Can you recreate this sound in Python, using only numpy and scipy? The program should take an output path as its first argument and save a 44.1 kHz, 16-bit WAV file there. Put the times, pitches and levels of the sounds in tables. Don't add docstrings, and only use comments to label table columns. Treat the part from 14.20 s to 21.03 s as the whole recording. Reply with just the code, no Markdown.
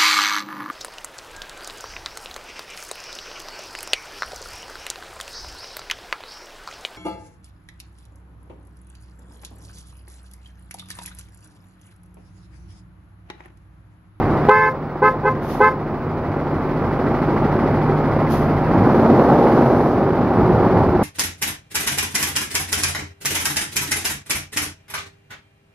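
import sys
import numpy as np
from scipy import signal
from scipy.fft import rfft, irfft
from scipy.io import wavfile
from scipy.ndimage import uniform_filter1d

SR = 44100
rng = np.random.default_rng(int(sys.argv[2]) if len(sys.argv) > 2 else 0)


def wav_record(signal):
    frames = np.transpose(np.atleast_2d(signal))
    bounded = np.clip(frames, -1, 1)
    quanta = np.round(bounded * 32767).astype(np.int16)
    wavfile.write(sys.argv[1], SR, quanta)


N = 301203
T = np.arange(N) / SR
HZ = np.fft.rfftfreq(N, 1 / SR)

# (time [s], speed [multiple of idle])
CRANK_SPEED = [(4.45, 1.0), (4.73, 1.44), (5.0, 1.6), (5.35, 1.63), (5.5, 1.54), (5.88, 1.21), (6.83, 1.22)]
# (press [s], release [s], depth before the pedal lag [0-1])
PEDAL_PUSHES = [(4.477, 5.393, 0.88), (6.12, 6.634, 0.83)]
# (frequency [Hz], relative level [dB per Hz])
IDLE_ROAR_COLOUR = [(50, -24.5), (110, -14.5), (180, -6), (230, -1.5), (300, -2), (400, -3.5), (540, -7.5),
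                    (820, -7.5), (1300, -14), (1700, -22), (2200, -27), (2700, -36), (4000, -50.5),
                    (9000, -64.5)]
# (frequency [Hz], relative level [dB per Hz])
LOAD_ROAR_COLOUR = [(50, -23), (95, -17), (135, 1), (190, -4), (260, -1), (390, -1), (480, -4.5), (820, -6),
                    (1300, -17.5), (2000, -31.5), (2700, -42.5), (4000, -47), (9000, -62)]
# (frequency [Hz], relative level [dB per Hz])
BAY_HISS_COLOUR = [(1500, -8.5), (2800, 2.5), (4800, 3), (6200, -6), (9500, -9), (12000, -12.5),
                   (15500, -16.5)]
# (frequency [Hz], relative level [dB per Hz])
RUMBLE_COLOUR = [(22, -20.5), (45, -5.5), (62, -2.5), (85, 6), (105, 8), (130, 4), (170, 2.5), (300, -33.5),
                 (3000, -110)]
# (frequency [Hz], relative level [dB per Hz])
TURBO_COLOUR = [(3000, -13.5), (5400, 1.5), (7000, -2), (10000, -8), (11700, -1), (13000, -16),
                (15500, -21)]
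# (frequency [Hz], relative level [dB per Hz])
BRAKE_AIR_COLOUR = [(1000, -2), (2200, 5), (4500, 1), (6500, 0), (7800, -5), (9500, -2), (12000, -1),
                    (15500, -10)]
FIRING_STRENGTHS = [-2, 2, -1]
# (frequency [Hz], width [Hz], boost [dB])
PANEL_RESONANCES = [(224, 29, 3), (361, 16, 3.5), (553, 12, 3), (796, 3.6, 7)]
# (open [s], time open [s], level [dB])
BRAKE_PUFFS = [(1.205, 0.087, -42), (1.275, .065, -38.5), (4.085, .055, -36.5)]
# (press [s], release [s], level [dB])
HORN_PRESSES = [(0.284, 0.483, 1.4), (0.817, 0.881, -1.17), (1.03, 1.042, -15), (1.045, 1.083, -4.5),
                (1.401, 1.48, -1.02)]
# (multiple of pitch, level before sag [dB], extra while starting [dB])
LOW_HORN_PARTIALS = [(1, -7, 4), (1.99, -6, 2), (3, -24.5, 0), (4, -7.5, -14), (5.1, -15.5, -17),
                     (5.9, -32, 1), (6.9, -41.5, -1.5), (8, -46, -1), (10.05, -54.5, 0), (12, -56, -6),
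                     (14, -60.5, 8), (16, -58, 6), (21.8, -62.5, 2.5), (35, -68, 5)]
# (multiple of pitch, level before sag [dB], extra while starting [dB])
HIGH_HORN_PARTIALS = [(1, -11.5, 11.5), (2, 0, 2.5), (2.9, -7, 4), (4.04, -10.5, -7.5), (5.07, -26.5, -5.5),
                      (6, -40.5, 3.5), (7, -40, -5.5), (8, -45, 6.5), (9, -43, -1), (10, -45.5, -7.5),
                      (12, -53, 6), (13, -51.5, -4), (17, -55, 3), (21, -63, 6.5), (28.8, -66.5, -8)]
# (frequency [Hz], time to fall 60 dB [s])
YARD_DECAY = [(400, 0.25), (1000, 0.31), (2000, 0.25), (8000, 0.3)]
# (frequency [Hz], level against the shared part [dB])
UNSHARED_NOISE = [(25, -2), (45, -8), (80, -15), (150, -20), (300, -24), (1000, -23), (2000, -13),
                  (3000, -2), (6000, 0), (12000, 1)]
# (frequency [Hz], left over right [dB])
STEREO_BALANCE = [(100, -.4), (700, -.5), (1100, -.3), (2200, -3), (4500, 0), (12000, 1.1)]

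IDLE_HZ = 13.35
EDGE_HZ = 15850
PEDAL_LAG_S = 0.063
IDLE_DB, DB_PER_REV, PEDAL_DB = -18.5, 7, 2.5
FULL_LOAD, TAKE_UP_REVS, TAKE_UP_S = 0.79, 0.22, 0.07
RUMBLE_DB, RUMBLE_DB_PER_REV = -25, -4.5
LABOUR_DB, LABOUR_REVS, LABOUR_WIDTH = 7.5, 0.27, 0.17
TURBO_DB, TURBO_FROM_REVS, TURBO_KNEE_REVS = -58.5, 0.32, 0.05
SPOOL_S, SPOOL_DB_PER_REV = 0.55, 12.5
PUFF_RISE_S, PUFF_FADE_DB_PER_S = 0.034, 130
HORN_SAG_DB_PER_S = 26


def gain_of(db):
    return 10 ** (np.asarray(db) / 20)


def evened(x):
    return x / np.sqrt(np.mean(x ** 2) + 1e-20)


def curve(rows):
    return np.interp(T, *np.transpose(rows))


def read(points, hz):
    f, value = np.transpose(points)
    return np.interp(np.log(hz + 1), np.log(f + 1), value)


def drift(hz):
    return evened(irfft(rfft(rng.standard_normal(N)) * np.exp(-(HZ / hz) ** 2), N))


def lagged(x, seconds):
    r = np.exp(-1 / (seconds * SR))
    return signal.lfilter([1 - r], [1, -r], x)


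def delayed(x, seconds):
    return irfft(rfft(x) * np.exp(-2j * np.pi * HZ * seconds), N)


def panels(hz):
    boost_db = sum(db / (1 + ((hz - f) / width) ** 2) for f, width, db in PANEL_RESONANCES)
    return gain_of(boost_db)


def noise(spectrum, drive=1):
    mid, side = rfft(rng.standard_normal((2, N)) * drive)
    side = side * gain_of(read(UNSHARED_NOISE, HZ))
    colour = gain_of(read(spectrum, HZ)) * panels(HZ)
    return evened(irfft(np.array([mid + side, mid - side]) * colour, N))


def stroke(cycles, rise, fall):
    age = cycles % 1
    return evened((1 - np.exp(-age / rise)) * np.exp(-age / fall))


def ticks(turns, at, ring_hz, width_hz, fall):
    burst = rng.standard_normal(N) * np.exp(-((turns - at) % 1) / fall)
    b, a = signal.iirpeak(ring_hz, ring_hz / width_hz, fs=SR)
    once = signal.lfilter(b, a, burst)
    return evened(signal.lfilter(b, a, once))


def crank():
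    speed = IDLE_HZ * curve(CRANK_SPEED) / CRANK_SPEED[0][1]
    return speed, np.cumsum(speed) / SR


def driving():
    revs = curve(CRANK_SPEED) / CRANK_SPEED[0][1] - 1
    push = sum(depth * ((T >= press) & (T < release)) for press, release, depth in PEDAL_PUSHES)
    load = lagged(FULL_LOAD * np.tanh(revs / TAKE_UP_REVS), TAKE_UP_S)
    return revs, lagged(push, PEDAL_LAG_S), np.clip(load, 0, 1)


def yard(x):
    taps = rng.standard_normal((2, SR)) * (rng.random(SR) < 0.05)
    taps[1] = (2 * taps[0] + taps[1]) / np.sqrt(5)
    hz, t, z = signal.stft(taps, SR, nperseg=256)
    decay = gain_of(-60 * t / read(YARD_DECAY, hz)[:, None])
    tail = signal.istft(z * decay * (t > 0.015), SR, nperseg=256)[1]
    return signal.fftconvolve(x[None], tail / np.linalg.norm(tail[0]), axes=1)[:, :N]


def turbocharger():
    revs, _, _ = driving()
    blowing = (1 + np.tanh((revs - TURBO_FROM_REVS) / TURBO_KNEE_REVS)) / 2
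    spool_db = SPOOL_DB_PER_REV * lagged(revs, SPOOL_S)
    return noise(TURBO_COLOUR) * blowing * gain_of(TURBO_DB + spool_db)


def brake_air():
    flow = np.zeros(N)
    for start, length, db in BRAKE_PUFFS:
        age = T - start
        fade_db = PUFF_FADE_DB_PER_S * np.maximum(age - length, 0)
        flow += np.clip(age / PUFF_RISE_S, 0, 1) * gain_of(db - fade_db)
    return noise(BRAKE_AIR_COLOUR) * flow


def rumble(revs, pedal):
    labour = pedal * np.exp(-((revs - LABOUR_REVS) / LABOUR_WIDTH) ** 2)
    return noise(RUMBLE_COLOUR) * gain_of(RUMBLE_DB + RUMBLE_DB_PER_REV * revs + LABOUR_DB * labour)


def belt_pump(speed, turns, load):
    belt = 11.25
    phase = 2 * np.pi * belt * turns + 0.2 * drift(hz=3)
    hum_db = -4.5 - 10 * load + 1.0 * drift(hz=1)
    overtone_db = -17.5 + 1.1 * load + 4.0 * drift(hz=3)
    hum = np.sin(phase) * panels(belt * speed) * gain_of(hum_db)
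    overtone = np.sin(2 * phase) * panels(2 * belt * speed) * gain_of(overtone_db)
    return hum + overtone


def exhaust_throb(turns, load):
    return np.sin(2 * np.pi * 3 * turns) * gain_of(-13.5 - 12 * load + 1.0 * drift(hz=6))


def firing_knocks(turns):
    firings = 3 * turns + 0.4
    count = firings.astype(int)
    chance_db = 2 * rng.uniform(-1, 1, N)[count]
    strength = gain_of(np.array(FIRING_STRENGTHS)[count % len(FIRING_STRENGTHS)] + chance_db)
    return strength * stroke(firings, rise=0.07, fall=0.55)


def engine_roar(knocks, load):
    drive = (1 + 0.082 * knocks) * gain_of(1.0 * drift(hz=118))
    idle, loaded = noise(IDLE_ROAR_COLOUR, drive), noise(LOAD_ROAR_COLOUR, drive)
    return gain_of(0.02) * (np.sqrt(1 - load) * idle + np.sqrt(load) * loaded)


def bay_hiss(turns, knocks, load):
    chuff = stroke(turns - 0.21, rise=0.1, fall=0.75)
    breeze = 1 + 1.4 * (1 - 0.5 * load) * chuff + 0.1 * knocks
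    return noise(BAY_HISS_COLOUR, breeze) * gain_of(-31.5 - 1.7 * load)


def compressor_ticks(turns, load):
    tick = ticks(turns, at=0.36, ring_hz=1970, width_hz=260, fall=0.06)
    clack = ticks(turns, at=0.27, ring_hz=1280, width_hz=640, fall=0.31)
    return tick * gain_of(-29.5 - 13 * load) + clack * gain_of(-23.0 - 9.4 * load)


def engine():
    speed, turns = crank()
    revs, pedal, load = driving()
    effort = gain_of(IDLE_DB + DB_PER_REV * revs + PEDAL_DB * pedal)
    knocks = firing_knocks(turns)
    air = engine_roar(knocks, load) + bay_hiss(turns, knocks, load)
    tones = exhaust_throb(turns, load) + belt_pump(speed, turns, load)
    return effort * (air + compressor_ticks(turns, load) + tones) + rumble(revs, pedal)


def horn(partials, pitch_hz, flat, settle, droop, start, build, stop,
         ring_db, ring_time, bell_hz, bell_width, bell_db):
    out = np.zeros(N)
    k = np.arange(1, int(EDGE_HZ / pitch_hz))[:, None]
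    multiple, *columns = np.transpose(partials)
    settled_db, extra_db = (np.interp(k, multiple, column) for column in columns)
    shift = rng.uniform(0, 2 * np.pi, k.shape)
    for press, release, db in HORN_PRESSES:
        span = (T >= press) & (T < release + 0.25)
        age, after = T[span] - press, np.maximum(T[span] - release, 0)
        hz = pitch_hz * (1 - flat * np.exp(-age / settle) - droop * (1 - np.exp(-after / 0.005)))
        hz = hz * (1 + 0.0023 * drift(hz=60)[span])
        swell = 1 - np.exp(-(age / (build * k ** 0.43)) ** 2)
        start_db = extra_db * np.exp(-(age / start) ** 2)
        flare_db = bell_db * np.exp(-((k * hz - bell_hz) / bell_width) ** 2)
        driven = np.exp(-(after / stop) ** 2)
        ringing = gain_of(ring_db) * np.exp(-after / ring_time) / (1 + (k / 2.1) ** 8)
        dying = driven * gain_of(flare_db) + (1 - driven) * ringing
        waver_turns = rng.uniform(10.3, 19.3, k.shape) * age + rng.random(k.shape)
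        waver_db = np.sin(2 * np.pi * waver_turns) * np.minimum(0.35 * k, 2.5)
        level_db = db - HORN_SAG_DB_PER_S * age + settled_db + start_db + waver_db
        wave = np.sin(2 * np.pi * k * np.cumsum(hz) / SR + shift)
        out[span] += (gain_of(level_db) * swell * dying * wave).sum(0)
    return out


def horns():
    low = horn(LOW_HORN_PARTIALS, pitch_hz=430.9, flat=0.052, settle=0.024, droop=0.0087,
               start=0.048, build=0.0029, stop=0.014, ring_db=-19.5, ring_time=0.023,
               bell_hz=1277.6, bell_width=13.4, bell_db=21)
    high = horn(HIGH_HORN_PARTIALS, pitch_hz=519.6, flat=0.059, settle=0.012, droop=0.00092,
                start=0.026, build=0.0084, stop=0.0088, ring_db=4, ring_time=0.055,
                bell_hz=1028, bell_width=5, bell_db=-16.5)
    return low + high


def scene():
    toots = horns()
    slap = delayed(toots, seconds=0.036)
    bright = signal.sosfilt(signal.butter(2, 4800, "high", fs=SR, output="sos"), slap)
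    echoes = gain_of(-16) * slap + gain_of(0.5) * bright + gain_of(-17) * yard(toots)
    return engine() + turbocharger() + toots + echoes + brake_air()


def gain_control(x, limit_db, attack, recover_db):
    heard = signal.sosfilt(signal.butter(2, 400, "high", fs=SR, output="sos"), x)
    power = uniform_filter1d((heard ** 2).mean(0), size=700)
    power_db = 10 * np.log10(abs(power) + 1e-12)
    fall = T * recover_db
    over_db = np.maximum.accumulate(np.maximum(power_db - limit_db, 0) + fall) - fall
    return x / gain_of(lagged(over_db, attack))


def record(dry):
    whistle_hz, whistle_db, notch_hz, lag_s = 15734, -74, 7850, 1.8 / SR
    left = delayed(dry[0], lag_s / (1 + (HZ / 4000) ** 4))
    pair = np.array([left, dry[1]])
    balance_db = np.outer([0.5, -0.5], read(STEREO_BALANCE, HZ))
    pair = irfft(rfft(pair) * gain_of(balance_db), N)
    pair = signal.lfilter(*signal.iirnotch(notch_hz, 1.8, fs=SR), pair)
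    x = gain_control(pair, limit_db=-10.5, attack=0.006, recover_db=5.5)
    whistle = gain_of(whistle_db) * np.sin(2 * np.pi * whistle_hz * T)
    x = np.clip(x + whistle, -1, 1)
    band_limit = signal.firwin(1023, EDGE_HZ, window=("kaiser", 9), fs=SR)
    return signal.oaconvolve(x, band_limit[None], "same")


dry = scene()
out = record(dry)
wav_record(out)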